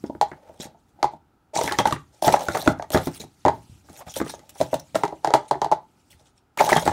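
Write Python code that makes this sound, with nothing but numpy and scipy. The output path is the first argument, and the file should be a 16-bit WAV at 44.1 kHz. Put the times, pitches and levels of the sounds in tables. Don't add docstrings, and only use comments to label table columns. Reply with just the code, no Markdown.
import sys
import numpy as np
from scipy import signal
from scipy.fft import rfft, irfft, next_fast_len
from scipy.io import wavfile
from scipy.ndimage import uniform_filter1d, map_coordinates

SR = 44100
rng = np.random.default_rng(int(sys.argv[2]) if len(sys.argv) > 2 else 0)


def inscribe(sig):
    pcm = np.round(np.clip(np.atleast_2d(sig).T, -1, 1) * 32767)
    wavfile.write(sys.argv[1], SR, pcm.astype(np.int16))


N = 305169


def amp(db):
    return 10 ** (np.asarray(db) / 20)


def unit(x):
    return x / np.sqrt(np.mean(x ** 2) + 1e-20)


def along(points, hz):
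    f, v = np.transpose(points)
    return np.interp(np.log(hz + 1), np.log(f + 1), v)


def filtered(x, response):
    m = next_fast_len(N + SR // 2)
    return irfft(rfft(x, m) * response(np.fft.rfftfreq(m, 1 / SR)), m)[..., :N]


def coloured(x, spectrum):
    return unit(filtered(x, lambda hz: amp(along(spectrum, hz))))


def ring(t, hz, db, t60, rise):
    hz, db, t60 = (np.reshape(v, (-1, 1)) for v in (hz, db, t60))
    return np.sum(amp(db - 60 * t / t60) * np.sin(2 * np.pi * hz * t), 0) * (1 - np.exp(-t / rise))


def struck(modes, t, chance, rise, spread_db, detune):
    hz, db, t60 = np.transpose(modes)
    n = len(hz)
    return ring(t, hz * (1 + detune * chance[:n]), db + spread_db * chance[-n:], t60, rise)


def grit(per_s, spread_db):
    sizes = amp(spread_db * rng.standard_normal(int(N * per_s / SR) + 2))
    return rng.standard_normal(N) * np.interp(np.arange(N) * per_s / SR, np.arange(len(sizes)), sizes)


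def patchy(x, depth_db):
    z = signal.stft(x, nperseg=256)[2]
    field = uniform_filter1d(rng.standard_normal(z.shape), size=5, axis=0)
    field = uniform_filter1d(field, size=6, axis=1)
    return signal.istft(z * amp(depth_db * unit(field)), nperseg=256)[1][:N]


def wander(step):
    return map_coordinates(rng.standard_normal(N // step + 2), [np.arange(N) / step])


# f/Hz, level/dB
HUSH = [(15, -35.5), (25, 2.5), (87, 3), (212, -13), (249, -6), (335, -4), (575, -15.5), (840, -8),
        (1130, -18.5), (1290, -10), (1790, -23.5), (8830, -37.5), (16000, -38.5)]
def hush():
    return amp(-63.5) * coloured(rng.standard_normal(N), HUSH)


# t/s, hiss level/dB, rumble level/dB
BACKGROUND = [(0, -65, -48), (0.599, -87, -63.5), (0.799, -77, -65.5), (1.5, -95, -67.5), (1.7, -60, -39.5),
              (2.05, -69, -66), (2.6, -74, -50), (3.3, -65.5, -68.5), (3.549, -63, -46.5),
              (3.715, -62, -64.5), (3.86, -70, -58.5), (4.2, -70, -59), (4.901, -63.5, -59),
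              (5.8, -73.5, -64), (6.2, -66.5, -62), (6.5, -90, -75), (6.6, -69.5, -57), (6.9, -59, -43)]
# f/Hz, level/dB
BRIGHT = [(1500, -3), (2500, 3.5), (4000, 1.5), (7000, 2.5), (10000, -1.5), (15000, -13)]
# f/Hz, level/dB
RUMBLE = [(25, -10), (60, 10), (150, 3.5), (300, 3), (450, -33)]
def background():
    s, hiss_db, rumble_db = np.transpose(BACKGROUND)
    time = np.arange(N) / SR
    hiss = coloured(patchy(grit(30, spread_db=2), depth_db=3), BRIGHT)
    rumble = coloured(grit(25, spread_db=3), RUMBLE)
    return amp(np.interp(time, s, hiss_db)) * hiss + amp(np.interp(time, s, rumble_db)) * rumble


# f/Hz, T60/s
ROOM = [(100, 0.46), (400, 0.17), (1000, 0.22), (4000, 0.21), (12000, 0.072)]
def room(x):
    out, step, delay = np.zeros(N + SR), SR // 8, SR // 200
    for k in range(0, N, step):
        hz, t, z = signal.stft(rng.standard_normal(SR // 2), SR, nperseg=256)
        tail = signal.istft(z * amp(-60 * t / along(ROOM, hz)[:, None]), SR, nperseg=256)[1]
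        wet = signal.fftconvolve(x[k:k + step], tail / np.linalg.norm(tail))
        out[k + delay:][:len(wet)] += wet
    return out[:N]


# f/Hz, level/dB, T60/s
TABLE_MODES = [(84.7, -14, 0.17), (121.3, -15.5, 0.17), (158.1, -7, 0.11), (212.5, -7, 0.079),
               (279, -2, 0.06), (329.5, -3, 0.06), (417, -18.5, 0.13)]
# t/s, relative level/dB
BUMPS = [(3.581, -44), (3.696, -34.5), (3.728, -41), (3.895, -40), (4.07, -31), (6.147, -42),
         (6.213, -49.5)]
def bumps():
    out, t = np.zeros(N + SR), np.arange(SR // 4) / SR
    cutoff_hz, t60_share = 141, 0.63
    low = [(hz, db - 20 * np.log10(1 + (hz / cutoff_hz) ** 6), t60_share * t60)
           for hz, db, t60 in TABLE_MODES]
    for (s, db), chance in zip(BUMPS, rng.standard_normal((len(BUMPS), 16))):
        knock = struck(low, t, chance, rise=0.0034, spread_db=3, detune=0.023)
        out[round(s * SR):][:len(t)] += amp(db + 15) * knock
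    return out[:N]


# t/s, duration/s, f/Hz, level/dB
SQUEAKS = [(1.69, 0.011, 1750, -26.5), (1.729, 0.03, 1870, -36.5), (4.002, 0.028, 700, -39.5),
           (4.064, 0.031, 750, -40), (4.094, 0.018, 5840, -42.5), (4.138, 0.013, 3250, -41),
           (4.287, 0.025, 4300, -43.5), (1.785, 0.02, 3300, -25), (6.584, 0.021, 2220, -24.5),
           (6.701, 0.012, 2130, -27), (6.757, 0.02, 3290, -26.5)]
def squeaks():
    out = np.zeros(N)
    for start, length, hz, db in SQUEAKS:
        n = round(length * SR)
        b, a = signal.iirpeak(hz, Q=hz / 130, fs=SR)
        tone = unit(signal.lfilter(b, a, rng.standard_normal(n)))
        out[round(start * SR):][:n] += amp(db) * tone * np.hanning(n) ** 0.29
    return out


# f/Hz, level/dB
RASP = [(650, -31), (1100, -19.5), (1450, -13.5), (2350, -13), (3050, -12), (3400, -6.5), (4070, -9),
        (4920, -12.5), (5430, -6.5), (9500, -12.5), (12400, -61.5)]
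SIZZLE = [(7500, -13.5), (9000, -3), (11500, 0.5), (14000, -3), (16000, -2)]
# t/s, initial level/dB
TICKS = [(1.6361, -19.5), (2.3261, -24), (2.394, -33), (2.4543, -33), (2.5735, -23), (2.6247, -28),
         (2.904, -26.5), (4.14, -30.5), (4.2637, -41), (4.494, -34.5), (4.7417, -23), (6.575, -23),
         (6.7536, -23), (6.796, -27), (6.8543, -27)]
def ticks():
    out, t, t60 = np.zeros(N + SR), np.arange(SR // 50) / SR, 0.0075
    noise = rng.standard_normal(N)
    fine = unit(coloured(noise, SIZZLE) + coloured(noise, RASP))
    for s, db in TICKS:
        k = round(s * SR)
        out[k:k + len(t)] += amp(db - 60 * t / t60) * fine[k:k + len(t)]
    return out[:N]


# f/Hz, bandwidth/Hz, level/dB
HOLLOW = [(636.7, 129, 2.5), (657, 255, 2), (802, 188, -2), (882, 87, -7.5)]
def hollow(f):
    return sum((-1) ** k * amp(db) * 1j * f * width / (hz * hz - f * f + 1j * f * width)
               for k, (hz, width, db) in enumerate(HOLLOW))


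# t/s, rasp/dB, sizzle re rasp/dB, hum/dB
ROLL = [(.282, -64, -13, -63), (.34, -79, -7, -57), (.42, -78, -11, -52.5), (.53, -71, -4, -53),
        (.598, -70, -6.5, -60), (.69, -90, -12.5, -48.5), (.754, -89, -11, -69)]
COLLAPSES = [
    [(1.536, -53.5, -24, -43), (1.558, -27.5, -18.5, -27), (1.602, -32.5, -14, -40.5),
     (1.61, -38, -12, -31.5), (1.655, -35.5, -4, -41), (1.705, -51, 0, -44), (1.714, -45, -7.5, -47.5),
     (1.77, -50, -5.5, -50.5), (1.808, -34.5, -20, -25.5), (1.835, -59.5, -14.5, -53.5),
     (1.868, -44.5, -5, -29.5), (1.9, -44.5, -12, -46), (1.965, -55.5, -13.5, -56.5)],
    [(2.222, -43, 9, -47.5), (2.245, -36, -3.5, -29.5), (2.277, -30.5, -0.5, -15.5),
     (2.287, -40.5, -10.5, -20.5), (2.32, -39, -11, -35), (2.33, -28, -6, -23), (2.372, -50, -14, -35),
     (2.43, -44, -1.5, -34), (2.445, -51, -3.5, -39), (2.54, -44, -9, -39.5), (2.55, -39.5, -5.5, -21.5),
     (2.615, -43, -0.5, -50), (2.67, -44.5, -8, -40), (2.682, -51.5, -3, -30.5), (2.728, -49, -12, -32)],
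    [(2.921, -43.5, 4, -39), (2.949, -26.5, -2, -17.5), (2.96, -49, -15, -20), (3.005, -48.5, -5, -30.5),
     (3.07, -48.5, 8.5, -63), (3.08, -48.5, 1, -31), (3.121, -78, -12.5, -49)],
    [(6.574, -51, -5, -33), (6.595, -34, -2, -49), (6.608, -45, 2, -11.5), (6.66, -34.5, -2, -62),
     (6.684, -42, -9, -21.5), (6.7, -34, -1, -32), (6.735, -31, -5, -42), (6.755, -37, -10, -51),
     (6.805, -41, -2, -51), (6.85, -44.5, -5, -57), (6.862, -39, -3, -30), (6.92, -43.5, -14, -38)],
]
# peak t/s, swell/s, fade/s, rasp/dB, sizzle re rasp/dB, hum/dB
STROKES = [(0.066, 0.013, 0.021, -49.5, -28, -61), (.603, 0.0036, 0.075, -43, -20.5, -46.5),
           (.645, 0.053, 0.023, -45, -1.5, -51), (0.891, .01, 0.021, -68.5, -2, -88),
           (1.024, 0.087, 0.019, -90, -4.5, -52), (1.115, 0.005, 0.063, -64, -15, -45.5),
           (2.136, 0.017, 0.24, -63, -12, -60.5), (2.79, 0.0057, 0.046, -56.5, -12.5, -57),
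           (3.16, 0.058, 0.037, -44.5, -1.5, -58), (3.201, 0.0052, 0.047, -37, -2.5, -43),
           (3.9, 0.062, 0.046, -55.5, -4, -58), (3.995, 0.076, 0.02, -44, -2.5, -45.5),
           (4.119, 0.059, 0.015, -43, -8, -53), (4.15, 0.015, 0.0093, -45, 3.5, -65),
           (4.165, 0.013, 0.064, -35, -1.5, -48), (4.299, 0.061, 0.06, -38, -8.5, -64),
           (4.34, 0.006, 0.27, -63, -4, -55), (4.495, 0.0029, 0.016, -42.5, -2, -65),
           (4.615, 0.073, 0.082, -42, -5, -49), (4.731, 0.037, 0.079, -46, -6, -48),
           (4.799, 0.0039, 0.0059, -40.5, 0, -60), (4.952, 0.0046, 0.081, -39.5, -6, -29),
           (5.248, 0.02, 0.43, -55.5, -24, -43.5), (5.484, 0.0039, 0.017, -44, -15, -58),
           (6.107, 0.0049, 0.053, -50.5, -3.5, -62), (6.196, 0.0095, 0.054, -61, -14, -60),
           (6.265, 0.019, 0.045, -56.5, -18.5, -66), (6.38, 0.031, 0.027, -62, -18, -87.5)]
def slides():
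    time, gains = np.arange(N) / SR, np.zeros((3, N))
    swell_db, fade_db, hum_share = 19, 20.5, 0.8
    strokes = [[(s + lag, rasp_db - loss_db, sizzle_db, hum_db - hum_share * loss_db)
                for lag, loss_db in ((-swell, swell_db), (0, 0), (fade, fade_db))]
               for s, swell, fade, rasp_db, sizzle_db, hum_db in STROKES]
    for curve in [ROLL, *COLLAPSES, *strokes]:
        s, rasp_db, sizzle_db, hum_db = np.transpose(curve)
        span = slice(round(s[0] * SR), round(s[-1] * SR))
        levels = rasp_db, rasp_db + sizzle_db, hum_db
        gains[:, span] += amp([np.interp(time[span], s, db) for db in levels])
    gains = uniform_filter1d(gains, size=260, axis=1)
    ridges = 4 * (rng.random(N) < 200 / SR) * rng.standard_normal(N)
    grains = unit(grit(470, spread_db=3.5)) + signal.lfilter([1], [1, -.6], ridges)
    grains = patchy(grains, depth_db=4.5)
    hum = unit(filtered(grit(120, spread_db=4), hollow))
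    return np.sum(gains * [coloured(grains, RASP), coloured(grains, SIZZLE), hum], 0)


# f/Hz, level/dB, T60/s
PYRAMID_MODES = [(80, -15, .15), (145, -7.5, 0.11), (327, -3, 0.083), (392.3, 1, 0.069)]
# start t/s, end t/s
ON_CUPS = [(.2, .22), (1, 1.05), (5, 5.8)]
def thump(s, t, chance):
    modes = PYRAMID_MODES if any(start < s < end for start, end in ON_CUPS) else TABLE_MODES
    return struck(modes, t, chance, rise=0.0021, spread_db=2.8, detune=0.051)


# f/Hz, level/dB, T60/s
WALL_MODES = [(1091, -8, 0.043), (1271, 1.5, 0.02), (1563, -0.5, 0.016), (2016, -0.5, 0.012)]
def wall(t, chance, rocking, rattle):
    modes = struck(WALL_MODES, t, chance, rise=0.0009, spread_db=3.5, detune=0.055)
    return modes * np.sqrt(rocking) + rattle * amp(-9.5 - 60 * t / 0.096) * (1 - np.exp(-t / 0.00037))


# f/Hz, level/dB, T60/s
RIM_MODES = [(3240, -13.5, 0.014), (4005, -11, 0.014), (5380, -15.5, 0.012), (5760, -11.5, 0.0045),
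             (6580, -13, 0.014)]
def rim(t, chance, snap, chatter):
    burst = snap * (amp(1.0 - 60 * t / 0.0052) + amp(-21.5 - 60 * t / 0.09)) * (1 - np.exp(-t / 0.0012))
    return burst + struck(RIM_MODES, t, chance, rise=0.00011, spread_db=3.0, detune=0.034) * chatter


# f/Hz, level/dB, T60/s
NEIGHBOURS = [(421.8, -10.5, 0.064), (617, -4, 0.044), (647.3, -8.5, 0.056), (750.4, -18, 0.077),
              (834.5, -14.5, 0.15), (876.4, -12.5, 0.085), (931, -7.5, 0.06)]
def air_column(t, hz, chance, rocking):
    near_hz, near_db, t60 = np.transpose(NEIGHBOURS)
    n, swell = len(near_hz), t / 0.00085
    puff = 1.45 * swell ** 2 * np.exp(-swell) * np.sin(2 * np.pi * hz * t)
    level_db = near_db - 10 * np.log10(1 + ((near_hz - hz) / 300) ** 2) + 4.5 * chance[-n:]
    answer = ring(t, near_hz * (1 + 0.012 * chance[:n]), level_db, t60, rise=0.0032)
    own = ring(t, hz, db=-0.41, t60=0.087, rise=0.0014)
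    return puff + amp(-8.5) * (2.37 * np.sign(chance[0]) * answer + own) * rocking


# f/Hz, level/dB
DULL = [(1500, -12), (2500, -2), (4000, 5), (6500, -5), (10000, -23.5), (15000, -31.5)]
RATTLE = [(200, -21), (350, 8), (700, -8.5), (1200, 1.5), (2000, 0), (2700, -19), (4000, -43)]
# t/s, air level/dB, air f/Hz, thump level/dB, wall level/dB, rim level/dB
CONTACTS = [(0.0395, -15.5, 295, -34, -38.5, -37.5), (0.0967, -22, 283, -32.5, -58, -47),
            (0.1498, -31.5, 614, -30, -46, -55), (0.2123, -3, 826, -20.5, -17, -11.5),
            (0.3158, -27.5, 877, -32, -33.5, -43.5), (0.4949, -35.5, 644, -39.5, -69, -66),
            (0.5998, -28, 227, -33.5, -43.5, -41), (0.655, -35, 220, -35, -69, -60),
            (.746, -43, 692, -57, -75.5, -71), (.989, -42, 750, -49, -66.5, -71.5),
            (1.028, -6.5, 825, -25, -14.5, -14.5), (1.0427, -9.5, 860, -24, -44.5, -24.5),
            (1.135, -29, 820, -37, -71, -53), (1.5626, -15.5, 806, -23.5, -34, -34.5),
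            (1.581, -18, 927, -26.5, -38.5, -35.5), (1.5892, -11.5, 880, -27.5, -42, -24),
            (1.6119, -15, 497, -39.5, -25.5, -18), (1.6405, -15.5, 876, -20, -29.5, -20.5),
            (1.6594, -38.5, 467, -30, -28.5, -19), (1.6766, -21, 895, -33, -18, -15.5),
            (1.7116, -29.5, 925, -37.5, -15, -33.5), (1.722, -22, 844, -39.5, -21, -13),
            (1.7873, -13, 920, -12, -8.5, -7.5), (1.855, -5.5, 880, -18.5, -14, -14),
            (1.873, -35.5, 808, -26.5, -37, -13.5), (1.9088, -26, 530, -30.5, -26, -23.5),
            (1.9245, -22, 1140, -15, -10.5, -13), (2.223, -19.5, 740, -27, -47, -17),
            (2.2439, -9.5, 850, -25, -32, -25), (2.2728, -17, 860, -12, -37, -28.5),
            (2.2793, -7, 718, -21.5, -12.5, -12), (2.324, -17, 880, -20, -29, -18),
            (2.3398, -5, 803, -20.5, -21, -17), (2.361, -26.5, 845, -40.5, -22, -20),
            (2.395, -29.5, 624, -51.5, -43.5, -30), (2.407, -21.5, 888, -38.5, -43, -31),
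            (2.4204, -20, 645, -36.5, -49, -28.5), (2.485, -22, 670, -14.5, -16.5, -18),
            (2.5483, -27.5, 565, -24, -23, -26), (2.5682, -15, 649, -34, -21.5, -38),
            (2.5747, -32, 646, -39, -28, -25), (2.627, -26.5, 680, -35.5, -52.5, -36.5),
            (2.642, -32, 655, -35, -37, -47), (2.6605, -23, 600, -26, -35, -21),
            (2.6755, -8, 690, -5, -13, -12), (2.7335, -30, 646, -45, -52, -57),
            (2.775, -47, 760, -50.5, -48, -51), (2.7972, -18.5, 714, -42.5, -32.5, -51),
            (2.8237, -23.5, 652, -51.5, -32.5, -30.5), (2.904, -26.5, 635, -32.5, -42, -30.5),
            (2.9185, -32.5, 824, -38.5, -41.5, -19), (2.9328, -20, 590, -36, -22, -23.5),
            (2.9461, -10, 606, -3, -8.5, -20), (2.9731, -21, 666, -31, -19.5, -17.5),
            (3.071, -19, 642, -12.5, -20.5, -21), (3.159, -52, 700, -47, -47.5, -38.5),
            (3.2018, -32.5, 452, -31, -50.5, -56.5), (3.238, -33, 744, -31.5, -47, -54),
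            (3.4512, -4, 812, -15.5, -15, -20.5), (3.4604, -9, 802, -11, -33, -24),
            (3.4704, -11, 686, -25.5, -31, -40), (3.4818, -4.5, 927, -22, -20.5, -18),
            (3.886, -47.5, 804, -52, -44, -60), (3.8991, -40.5, 680, -38, -53, -53),
            (4.1649, -17.5, 540, -30, -38.5, -24.5), (4.2011, -25.5, 663, -19, -24, -31),
            (4.2141, -15.5, 330, -19.5, -24.5, -28), (4.264, -26, 464, -57, -32.5, -49.5),
            (4.296, -31.5, 884, -37, -35.5, -39.5), (4.338, -24.5, 640, -37, -38, -56),
            (4.3927, -45, 460, -39, -49, -37.5), (4.5562, -40, 807, -75, -48, -62.5),
            (4.6039, -15, 554, -18, -58, -32), (4.6117, -10.5, 616, -19.5, -26, -15),
            (4.7303, -10, 572, -20.5, -25, -40.5), (4.7417, -13.5, 660, -26, -29.5, -14),
            (4.9463, -16, 548, -21.5, -31, -26), (4.9542, -15, 645, -22.5, -19.5, -15),
            (5.0349, -7.5, 898, -19, -15.5, -15.5), (5.052, -19.5, 794, -32, -44.5, -26),
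            (5.079, -31.5, 780, -35, -44, -33), (5.124, -27, 814, -30.5, -51.5, -46.5),
            (5.2459, -6.5, 809, -25.5, -18.5, -14.5), (5.2732, -10.5, 754, -24, -20.5, -23),
            (5.305, -13, 615, -49, -33, -28.5), (5.338, -2, 874, -17.5, -11, -7.5),
            (5.346, -13.5, 652, -27, -29, -18), (5.5107, -6.5, 856, -20.5, -21.5, -16.5),
            (5.53, -14.5, 680, -41, -47.5, -39.5), (5.554, -19.5, 844, -31.5, -49.5, -43.5),
            (5.617, -9, 804, -20.5, -28.5, -21), (5.622, -12.5, 916, -27.5, -39, -40),
            (5.645, -10, 886, -26, -30, -22), (5.661, -18.5, 690, -31, -41, -53.5),
            (5.7151, -7.5, 805, -20, -34.5, -19.5), (5.7211, -4.5, 863, -23.5, -26, -24.5),
            (5.7281, -18, 838, -34, -37.5, -34.5), (6.5743, -24, 970, -32.5, -29.5, -24.5),
            (6.5968, -15, 904, -39, -21, -23), (6.6038, -5, 905, -30, -18, -16),
            (6.609, -10, 756, -26, -38, -12), (6.619, -15, 856, -47, -40, -41),
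            (6.64, -13.5, 906, -23, -45, -37), (6.6653, -24, 657, -50, -31, -24),
            (6.6758, -16, 845, -30, -41, -35), (6.6915, -16, 738, -52, -10, -11),
            (6.7193, -6, 826, -15.5, -24, -13.5), (6.729, -12, 885, -47, -15, -12.5),
            (6.735, -15, 900, -39, -30, -37), (6.7625, -4, 784, -13.5, -16, -26),
            (6.7676, -54, 860, -20, -16, -8), (6.8141, -26, 605, -50, -53, -44),
            (6.824, -23, 579, -41, -50, -23), (6.8559, -31, 487, -20, -43, -27),
            (6.863, -12, 585, -20, -16.5, -44), (6.8766, -4.5, 822, -11.5, -14, -11.5),
            (6.914, -18, 845, -33, -44.5, -35)]
def clacks():
    out, t = np.zeros(N + SR), np.arange(SR // 4) / SR
    chances = rng.standard_normal((len(CONTACTS), 4, 16))
    bright, dull = coloured(rng.standard_normal(N), BRIGHT), coloured(rng.standard_normal(N), DULL)
    rattle = coloured(grit(200, spread_db=7.0), RATTLE)
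    rocking = unit(amp(4.5 * wander(300)))
    chatter = unit(wander(30))
    for (s, air_db, air_hz, thump_db, wall_db, rim_db), chance in zip(CONTACTS, chances):
        k = round(s * SR)
        piece = lambda x: np.resize(x[k:k + len(t)], len(t))
        edge = 1 / (1 + amp(air_db - rim_db - 6.0))
        snap = np.sqrt(edge) * piece(bright) + np.sqrt(1 - edge) * piece(dull)
        out[k:k + len(t)] += (amp(air_db) * air_column(t, air_hz, chance[0], piece(rocking))
                              + amp(wall_db) * wall(t, chance[1], piece(rocking), piece(rattle))
                              + amp(thump_db) * thump(s, t, chance[2])
                              + amp(rim_db) * rim(t, chance[3], snap, piece(chatter)))
    return out[:N]


def scene():
    cups = clacks() + slides() + squeaks() + ticks() + bumps()
    return (cups + amp(-13.5) * room(cups) + background() + hush())[None]


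def record(dry):
    ceiling, hardness, low_hz, top_hz = .72, 6, 50, 15850
    thinned = filtered(dry, lambda hz: (1j * hz / (low_hz + 1j * hz)) ** 2)
    squeezed = thinned / (1 + np.abs(thinned / ceiling) ** hardness) ** (1 / hardness)
    return filtered(squeezed, lambda hz: np.clip((top_hz - hz) / 300 + .5, 0, 1) ** 2)


dry = scene()
out = record(dry)
inscribe(out)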